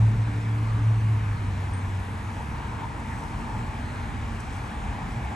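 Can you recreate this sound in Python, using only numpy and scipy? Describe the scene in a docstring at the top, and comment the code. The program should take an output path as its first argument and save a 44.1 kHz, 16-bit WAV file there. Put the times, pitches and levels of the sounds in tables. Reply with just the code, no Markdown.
"""First comes the hum of a six-cylinder engine: harmonics of its crankshaft, which drop in speed and fade.
A power tailgate lowers in an open-air car lot: resonant noise and an unsteady tone form its soft whir,
and side tones around a thin switching whine close in as the motor slows; narrow noises rub and rustle.
One bright metallic tink is a handful of contacts ringing in decaying partials. Behind, moving bands of
noise are tyres on the road, over low hums and throbs, faint tones, and a rumble and hiss of shaped noise."""
import sys
import numpy as np
from scipy import signal
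from scipy.fft import rfft, irfft, next_fast_len
from scipy.io import wavfile
from scipy.ndimage import uniform_filter1d, map_coordinates

SR = 44100
rng = np.random.default_rng(int(sys.argv[2]) if len(sys.argv) > 2 else 0)


def to_wav(s):
    """Save 16-bit WAV."""
    ch = np.atleast_2d(s).T  # columns
    pcm = np.round(np.clip(ch, -1, 1) * 32767)  # PCM
    wavfile.write(sys.argv[1], SR, pcm.astype(np.int16))


N = 236101

# whir of the drive: pitch, its rise, middle and length of the rise, level before swells
WHIR_HZ, WHIR_RISE_HZ, RISE_AT_S, RISE_S, WHIR_DB = 219.5, 19, 3.75, 1.1, -50
SHUDDER_WIDTH_HZ = 13
# swells of the whir in the hatch panel: (time [s], length [s], gain [dB])
WHIR_SWELLS = [(.06, 0.27, 12), (.5, 0.13, 8), (2.4, 0.25, 4), (3.1, 0.14, 6.5), (3.42, 0.13, 9.5),
               (3.62, 0.1, 13.5), (3.85, 0.17, 8.5), (4.3, 0.11, 5), (4.82, 0.19, 8.5)]
# resonances of the gear housing: (centre [Hz], half-width [Hz], relative level [dB])
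HOUSING_MODES = [(1655, 70, -7), (2290, 350, 2.5)]
# rasp of the gears, early and late in the travel: levels, middle and length of the change
RASP_DB, RASP_LATE_DB, RASP_AT_S, RASP_S = -52.5, -47.5, 4.95, 0.74
# commutator ripple of the motor: running and creeping rates, middle and length of the change
RUN_HZ, CREEP_HZ, BRAKE_AT_S, BRAKE_S = 270, 135, 3.4, 1.9
# switching whine: carrier, level before swells, loss at creeping speed
SWITCH_HZ, WHINE_DB, CREEP_LOSS_DB = 10000, -67, 8
# flares of the whine as the load changes: (time [s], length [s], gain [dB])
WHINE_SWELLS = [(.6, .14, 8), (1.13, .14, 5), (1.63, .12, 5), (2.01, .1, 6), (2.3, 0.45, 9),
                (3.29, .12, 10), (3.65, .3, 5)]

# soft rubs of the hatch and short streaks of its gears:
# (time [s], centre [Hz], half-width [Hz], length [s], level [dB])
RUBS_AND_STREAKS = [(0.7, 4320, 303, 0.028, -58), (1.452, 2200, 250, 0.038, -50),
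                    (3.132, 1740, 300, 0.033, -42.5), (3.757, 2320, 280, 0.066, -50),
                    (3.781, 1587, 70.4, .06, -50), (4.317, 1434, 50, 0.044, -54),
                    (4.72, 1540, 160, 0.085, -50), (5.157, 2120, 90, .07, -50)]
# rustles of trim and seals: (time [s], length [s], level [dB])
RUSTLES = [(1.01, .08, -59), (3.18, 0.17, -58), (3.4, .05, -59), (4.348, 0.066, -58), (4.413, .024, -55),
           (4.555, 0.056, -54), (4.657, 0.057, -62), (5.134, .05, -55.5)]
# colour of the rustles: (frequency [Hz], relative level [dB per Hz])
RUSTLE_SPECTRUM = [(2500, -19), (4500, -2), (6200, 0), (7000, -9), (8000, 4.5), (9300, -4), (11500, -4)]
# contacts of a light metal part: (time [s], level before a common cut [dB])
TINKS = [(1.733, -41), (1.7416, -40), (1.768, -48), (1.784, -51), (1.808, -54)]
# partials of the metal part: (frequency [Hz], relative level [dB], 60 dB decay time [s])
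METAL_MODES = [(8450, -6, 0.042), (8840, -1, 0.087), (8910, -8, .04)]

# partials of the engine: (multiple of the crankshaft rate [1], relative level [dB])
ENGINE_ORDERS = [(2, -18), (3, 5), (5, -31), (6, -33.5), (8, -25)]
FIRINGS_PER_TURN = 3
# firing rates at the fast and the slower idle, middle and length of the change
FAST_HZ, SLOW_HZ, EASE_AT_S, EASE_S = 110.2, 94.4, 1.3, 0.388
# base level of the engine, loss at the slower idle, start and slope of the final fade
ENGINE_DB, SLOW_LOSS_DB, FADE_AT_S, FADE_DB_PER_S = -26.5, 4, 1.917, 44
# booms and sags of the firing note, and one brief chance dip from interference:
# (time [s], length [s], gain [dB])
BOOMS_AND_DIPS = [(.02, 0.12, 8.5), (.37, 0.21, -3), (.89, 0.096, 6), (1.11, 0.14, 3.5), (1.38, 0.027, -13)]

# tyre roar of the passing traffic: (time [s], tread pitch [Hz], level before surges and mixing [dB])
ROAD = [(0, 885, -50), (.4, 943, -51.5), (.7, 1160, -46), (.95, 1150, -47.5), (1.25, 980, -53),
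        (1.85, 970, -49), (2.25, 930, -50), (2.55, 925, -42), (2.8, 930, -42), (2.999, 935, -42.5),
        (3.3, 905, -42), (3.6, 885, -42.5), (3.75, 860, -45), (3.999, 825, -45.5), (4.3, 815, -52),
        (4.5, 819, -45), (5.05, 833, -43.5), (5.35, 812, -42)]
# uneven surges of the roar: (time [s], length [s], gain [dB])
ROAD_SURGES = [(2.42, 0.047, 4), (2.63, .045, 4.5), (2.73, 0.023, 5), (2.84, 0.069, 5.5),
               (3.57, 0.071, 0.5), (5.03, 0.035, 4)]
# brief singing of a tread: (time [s], length [s], pitch [Hz], level [dB])
TREAD_SONGS = [(3.89, .06, 814, -51), (4.06, 0.14, 790, -50.5), (4.52, 0.093, 797, -49)]
# farther tyres: centre and mean level; then half-widths of the near tyres' core and skirt
FAR_ROAD_HZ, FAR_ROAD_DB = 900.6, -48
CORE_WIDTH_HZ, SKIRT_WIDTH_HZ = 55, 260

# faint steady tones near the engine's weaker orders: (pitch [Hz], level [dB], gain of a full swell [dB])
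FAINT_TONES = [(69.83, -43.5, 1), (179, -53.5, 11.5), (289.3, -57, 14.5), (438.5, -65.5, 11)]
# common swells of those tones: (time [s], length [s], share of that gain [1])
FAINT_TONE_SWELLS = [(0, 0.11, 0.89), (.35, 0.17, 1.07), (.57, 0.16, 0.58), (.8, 0.086, 1.17)]
# rumble of distant traffic: (frequency [Hz], relative level [dB per Hz])
RUMBLE_SPECTRUM = [(20, -27), (31, -24), (42, 4), (66, 0.5), (84, -1), (105, 3.5), (135, -0.5), (160, -8),
                   (210, -6), (260, -11), (320, -17.5), (400, -22.5), (465, -17), (580, -45), (990, -120)]
RUMBLE_DB = -33
# swells and sags of the rumble: (time [s], length [s], gain [dB])
RUMBLE_SWELLS = [(.13, 0.14, 3.5), (2.35, 0.13, -1.5), (3.39, 0.063, 2), (4.75, 0.61, -1.5)]
# low hums and throbs that come and go, some perhaps from a second strut motor:
# (time [s], length [s], pitch [Hz], level [dB])
HUMS_AND_THROBS = [(2.584, 0.11, 245, -44), (3.02, 0.13, 250, -41), (4.21, 0.54, 91.3, -34.5),
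                   (4.85, 0.37, 183, -44), (4.957, 0.11, 62, -32), (5.248, 0.066, 65, -38)]
# outdoor hiss: (frequency [Hz], relative level [dB per Hz])
HISS_SPECTRUM = [(150, -10.5), (300, -5.5), (400, -11.5), (550, -12), (1100, -7), (1700, -9), (2300, -16),
                 (2900, -19), (4000, -24), (4700, -28), (6300, -28.5), (8000, -29.5), (9300, -33),
                 (11200, -34.5)]
# its levels before and after a slight step, middle and length of the step
HISS_DB, HISS_LATE_DB, HISS_AT_S, HISS_S = -41.5, -40.5, 2.96, 0.12

# likeness of the two microphone ports: (frequency [Hz], coherence [1])
PORT_COHERENCE = [(100, 0.96), (250, 0.93), (600, 0.75), (1100, 0.24), (1600, 0.12), (2200, 0.95),
                  (3200, 0.68), (4000, 0.89), (5000, 0.46), (6400, 1), (8000, 1), (11000, 1)]
# phase between the ports: (frequency [Hz], lead of the left one [rad])
PORT_LEAD = [(1000, 0), (1450, -2), (2100, 0.5), (2750, 1.23), (3900, 0.68), (4800, 0.5), (6500, 0.75),
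             (7500, 1.3), (8600, -1.5), (9300, 2.5), (9750, -2.5), (10250, -2.5), (10900, -4.5),
             (11400, -4.5)]
TOP_HZ = 11750


def tailgate(shudder_db=-11):
    """Forced vibration and resonance: the drive hums through the panel, its gears rasp in their housing."""
    centre_hz = WHIR_HZ + WHIR_RISE_HZ * swell(RISE_AT_S, RISE_S)
    shudder = amp(shudder_db) * band(centre_hz, SHUDDER_WIDTH_HZ)
    whir = unit(wavering(centre_hz, drift=0.01328, flutter_db=2.0) + shudder)
    rasp = unit(sum(amp(db + 0.85 * wobble(6.4)) * band(hz, width) for hz, width, db in HOUSING_MODES))
    whir_gain = amp(WHIR_DB + swells(WHIR_SWELLS))
    rasp_gain = amp(glide(RASP_DB, RASP_LATE_DB, RASP_AT_S, RASP_S))
    return whir_gain * whir + rasp_gain * rasp + whine()


def whine(fizz_db=-65, fizz_hz=10300):
    """Modulation: commutator ripple puts side tones about the switching tone, over a fine brush fizz."""
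    slowed = glide(0, 1, BRAKE_AT_S, BRAKE_S)
    db = WHINE_DB + swells(WHINE_SWELLS) - CREEP_LOSS_DB * slowed
    ripple = phase_of(RUN_HZ + (CREEP_HZ - RUN_HZ) * slowed)
    switch = phase_of(np.full(N, SWITCH_HZ))
    tones = np.sin(switch + ripple) + amp(-9) * np.sin(switch) + amp(-7) * np.sin(switch - ripple)
    singing = amp(db + 1.5 * wobble(18)) * unit(tones)
    fizz = amp(fizz_db) * band(fizz_hz, width_hz=1100)[0]
    # these short waves reach the two ports in opposite phase
    return np.outer([1, -1], singing + fizz)


def rubs_and_streaks():
    """Narrow-band noise: soft rubs of the hatch and short streaks of its gears swell briefly."""
    return sum(amp(db) * swell(s, length) * band(hz, width)
               for s, hz, width, length, db in RUBS_AND_STREAKS)


def rustles(grain_db=5):
    """Granular noise: rapid random gain breaks the rustle of trim and seals into clustered tiny ticks."""
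    grains = unit(amp(grain_db * wobble(260)) * rush(RUSTLE_SPECTRUM, patchy_db=2.5))
    return grains * sum(amp(db) * swell(s, length) for s, length, db in RUSTLES)


def tink(attack_s=0.0011, cut_db=3.5):
    """Free vibration: each contact of a small metal part sets off high, exponentially decaying partials."""
    out, t = np.zeros(N), np.arange(SR // 4) / SR
    onset = 1 - np.exp(-t / attack_s)
    for s, db in TINKS:
        ring = sum(amp(level - 60 * t / t60) * np.sin(2 * np.pi * hz * t + random_phase())
                   for hz, level, t60 in METAL_MODES)
        out[round(s * SR):][:len(t)] += amp(db - cut_db) * ring * onset
    return out


def engine(flutter_db=2, rush_db=-29):
    """Harmonic excitation: the firing order hums, weaker orders flutter and the exhaust rushes softly."""
    # the speed and level go 97 % of the way to the slower idle
    eased = glide(0, 0.97, EASE_AT_S, EASE_S)
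    shaft = phase_of((FAST_HZ + (SLOW_HZ - FAST_HZ) * eased) / FIRINGS_PER_TURN)
    fade_db = FADE_DB_PER_S * np.maximum(np.arange(N) / SR - FADE_AT_S, 0)
    db = ENGINE_DB - SLOW_LOSS_DB * eased - fade_db
    boom_db = swells(BOOMS_AND_DIPS)
    hum = 0
    for order, level in ENGINE_ORDERS:
        change_db = boom_db if order == FIRINGS_PER_TURN else flutter_db * wobble(5.86)
        hum = hum + amp(level + change_db) * np.sin(order * shaft + random_phase())
    exhaust = amp(db + rush_db + boom_db) * band(680, width_hz=180)
    return amp(db) * hum + exhaust


def faint_tones():
    """Frequency modulation: faint tones near the engine's weaker orders waver slightly and swell together."""
    lift = swells(FAINT_TONE_SWELLS)
    return sum(amp(db + lift_db * lift) * wavering(hz, drift=0.0069, flutter_db=2.0)
               for hz, db, lift_db in FAINT_TONES)


def tyres(roar_db=-3, sing_db=-6.0, tone_db=-11, spray_db=-11):
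    """Tread excitation: passing roar moves in level and pitch, with a wide skirt and a wavering core."""
    s, hz, db = np.transpose(ROAD)
    centre_hz, level_db = (np.interp(np.arange(N) / SR, s, column) for column in (hz, db))
    far = amp(FAR_ROAD_DB + .9 * wobble(15)) * band(FAR_ROAD_HZ, width_hz=154)
    roar = amp(roar_db) * band(centre_hz, width_hz=170)
    skirt = amp(spray_db) * band(1.22 * centre_hz, SKIRT_WIDTH_HZ)
    core = amp(sing_db) * band(centre_hz, CORE_WIDTH_HZ)
    tone = amp(tone_db) * wavering(centre_hz, drift=.022, flutter_db=1.5)
    songs = sum(amp(db) * swell(s, length) * wavering(hz, drift=.006, flutter_db=1)
                for s, length, hz, db in TREAD_SONGS)
    passing_gain = amp(level_db + swells(ROAD_SURGES) + 1.36 * wobble(17))
    return far + passing_gain * (roar + skirt + core + tone) + songs


def lot(unrest_db=-0.25):
    """Superposed random sources: traffic rumble with low hums and throbs; returned apart, a broad hiss."""
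    rumble_gain = amp(RUMBLE_DB + swells(RUMBLE_SWELLS) + unrest_db * wobble(6.2))
    rumble = rumble_gain * rush(RUMBLE_SPECTRUM, patchy_db=1.0)
    hums = sum(amp(db) * swell(s, length) * band(hz, width_hz=8.5)
               for s, length, hz, db in HUMS_AND_THROBS)
    hiss_gain = amp(glide(HISS_DB, HISS_LATE_DB, HISS_AT_S, HISS_S))
    return rumble + hums, hiss_gain * rush(HISS_SPECTRUM, patchy_db=1.29)


def band(centre_hz, width_hz):
    """Resonance: stereo noise of rms 1 about a centre that may move, at half amplitude width_hz away."""
    a, b = filtered(rng.standard_normal((2, 2, N)), lambda hz: 1 / (1 + (hz / width_hz) ** 2))
    turn = phase_of(centre_hz * np.ones(N))
    return unit(ports(a * np.cos(turn) + b * np.sin(turn)))


def rush(spectrum, patchy_db):
    """Coloured noise: a stereo pair of rms 1 with slow patches of random gain."""
    z = signal.stft(rng.standard_normal((2, N)), nperseg=512)[2]
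    field = uniform_filter1d(rng.standard_normal(z.shape[1:]), size=5, axis=0)  # over frequency
    field = uniform_filter1d(field, size=20, axis=1)  # over time
    pair = signal.istft(z * amp(patchy_db * unit(field)), nperseg=512)[1][:, :N]
    return unit(ports(filtered(pair, lambda hz: amp(along(spectrum, hz)))))


def wavering(hz, drift, flutter_db):
    """Frequency and amplitude modulation: a tone of rms 1, a little unsteady in pitch and level."""
    return unit(amp(flutter_db * wobble(6)) * np.sin(phase_of(hz * (1 + drift * wobble(12)))))


def ports(pair):
    """Partial coherence: two unrelated noises are mixed into the partly alike signals of two ports."""
    def mixing(hz):
        turn = np.arccos(np.clip(along(PORT_COHERENCE, hz), 0, .999)) / 2
        return np.array([np.cos(turn), np.sin(turn)])

    common, apart = filtered(pair, mixing)
    return shifted(np.array([common + apart, common - apart]))


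def shifted(x):
    """Phase shift: each frequency gets its phase difference between the two ports."""
    return filtered(x, lambda hz: np.exp(.5j * np.outer([1, -1], along(PORT_LEAD, hz))))


def filtered(x, response):
    """Linear filtering: the spectrum of x times a response of frequency."""
    size = next_fast_len(N + SR // 2)
    return irfft(rfft(x, size) * response(np.fft.rfftfreq(size, 1 / SR)), size)[..., :N]


def phase_of(hz):
    """Phase is the running integral of frequency."""
    return 2 * np.pi * np.cumsum(hz) / SR


def random_phase():
    """Incoherence: a random starting phase [rad]."""
    return rng.uniform(0, 2 * np.pi)


def wobble(rate):
    """Random modulation: a smooth curve through rate random knots a second."""
    knots = rng.standard_normal(int(N * rate / SR) + 4)
    return map_coordinates(knots, [np.arange(N) * rate / SR])


def swell(s, length):
    """Gaussian envelope: a smooth bump of height 1 around time s."""
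    return np.exp(-2 * ((np.arange(N) / SR - s) / length) ** 2)


def swells(rows):
    """Gains in decibels add: the sum of a table of swells."""
    return sum(height * swell(s, length) for s, length, height in rows)


def glide(start, end, s, length):
    """Sigmoid transition: a smooth change from one value to another around time s."""
    return start + (end - start) * .5 * (1 + np.tanh(2 * (np.arange(N) / SR - s) / length))


def amp(db):
    """Logarithmic level: decibels to amplitude gain."""
    return 10 ** (np.asarray(db) / 20)


def unit(x):
    """Root-mean-square normalization: scale to rms 1."""
    return x / np.sqrt(np.mean(x ** 2) + 1e-20)


def along(points, hz):
    """Logarithmic frequency scale: read (frequency [Hz], value) points along it."""
    f, v = np.transpose(points)
    return np.interp(np.log(hz + 1), np.log(f + 1), v)


def scene():
    """Superposition: hiss, tyres, rubs, streaks and rustles lean a little left; the rest is not panned."""
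    rumble, hiss = lot()
    leaning = (hiss + tyres() + rubs_and_streaks() + rustles()) * amp([[.7], [-.7]])
    return tailgate() + tink() + engine() + faint_tones() + rumble + leaning


def record(dry):
    """Band limitation: a 3 ms linear fade-in, then nothing is kept from the band limit upwards."""
    opening = np.minimum(np.arange(N) / (.003 * SR), 1)
    return filtered(dry * opening, lambda hz: hz < TOP_HZ)


dry = scene()
out = record(dry)
to_wav(out)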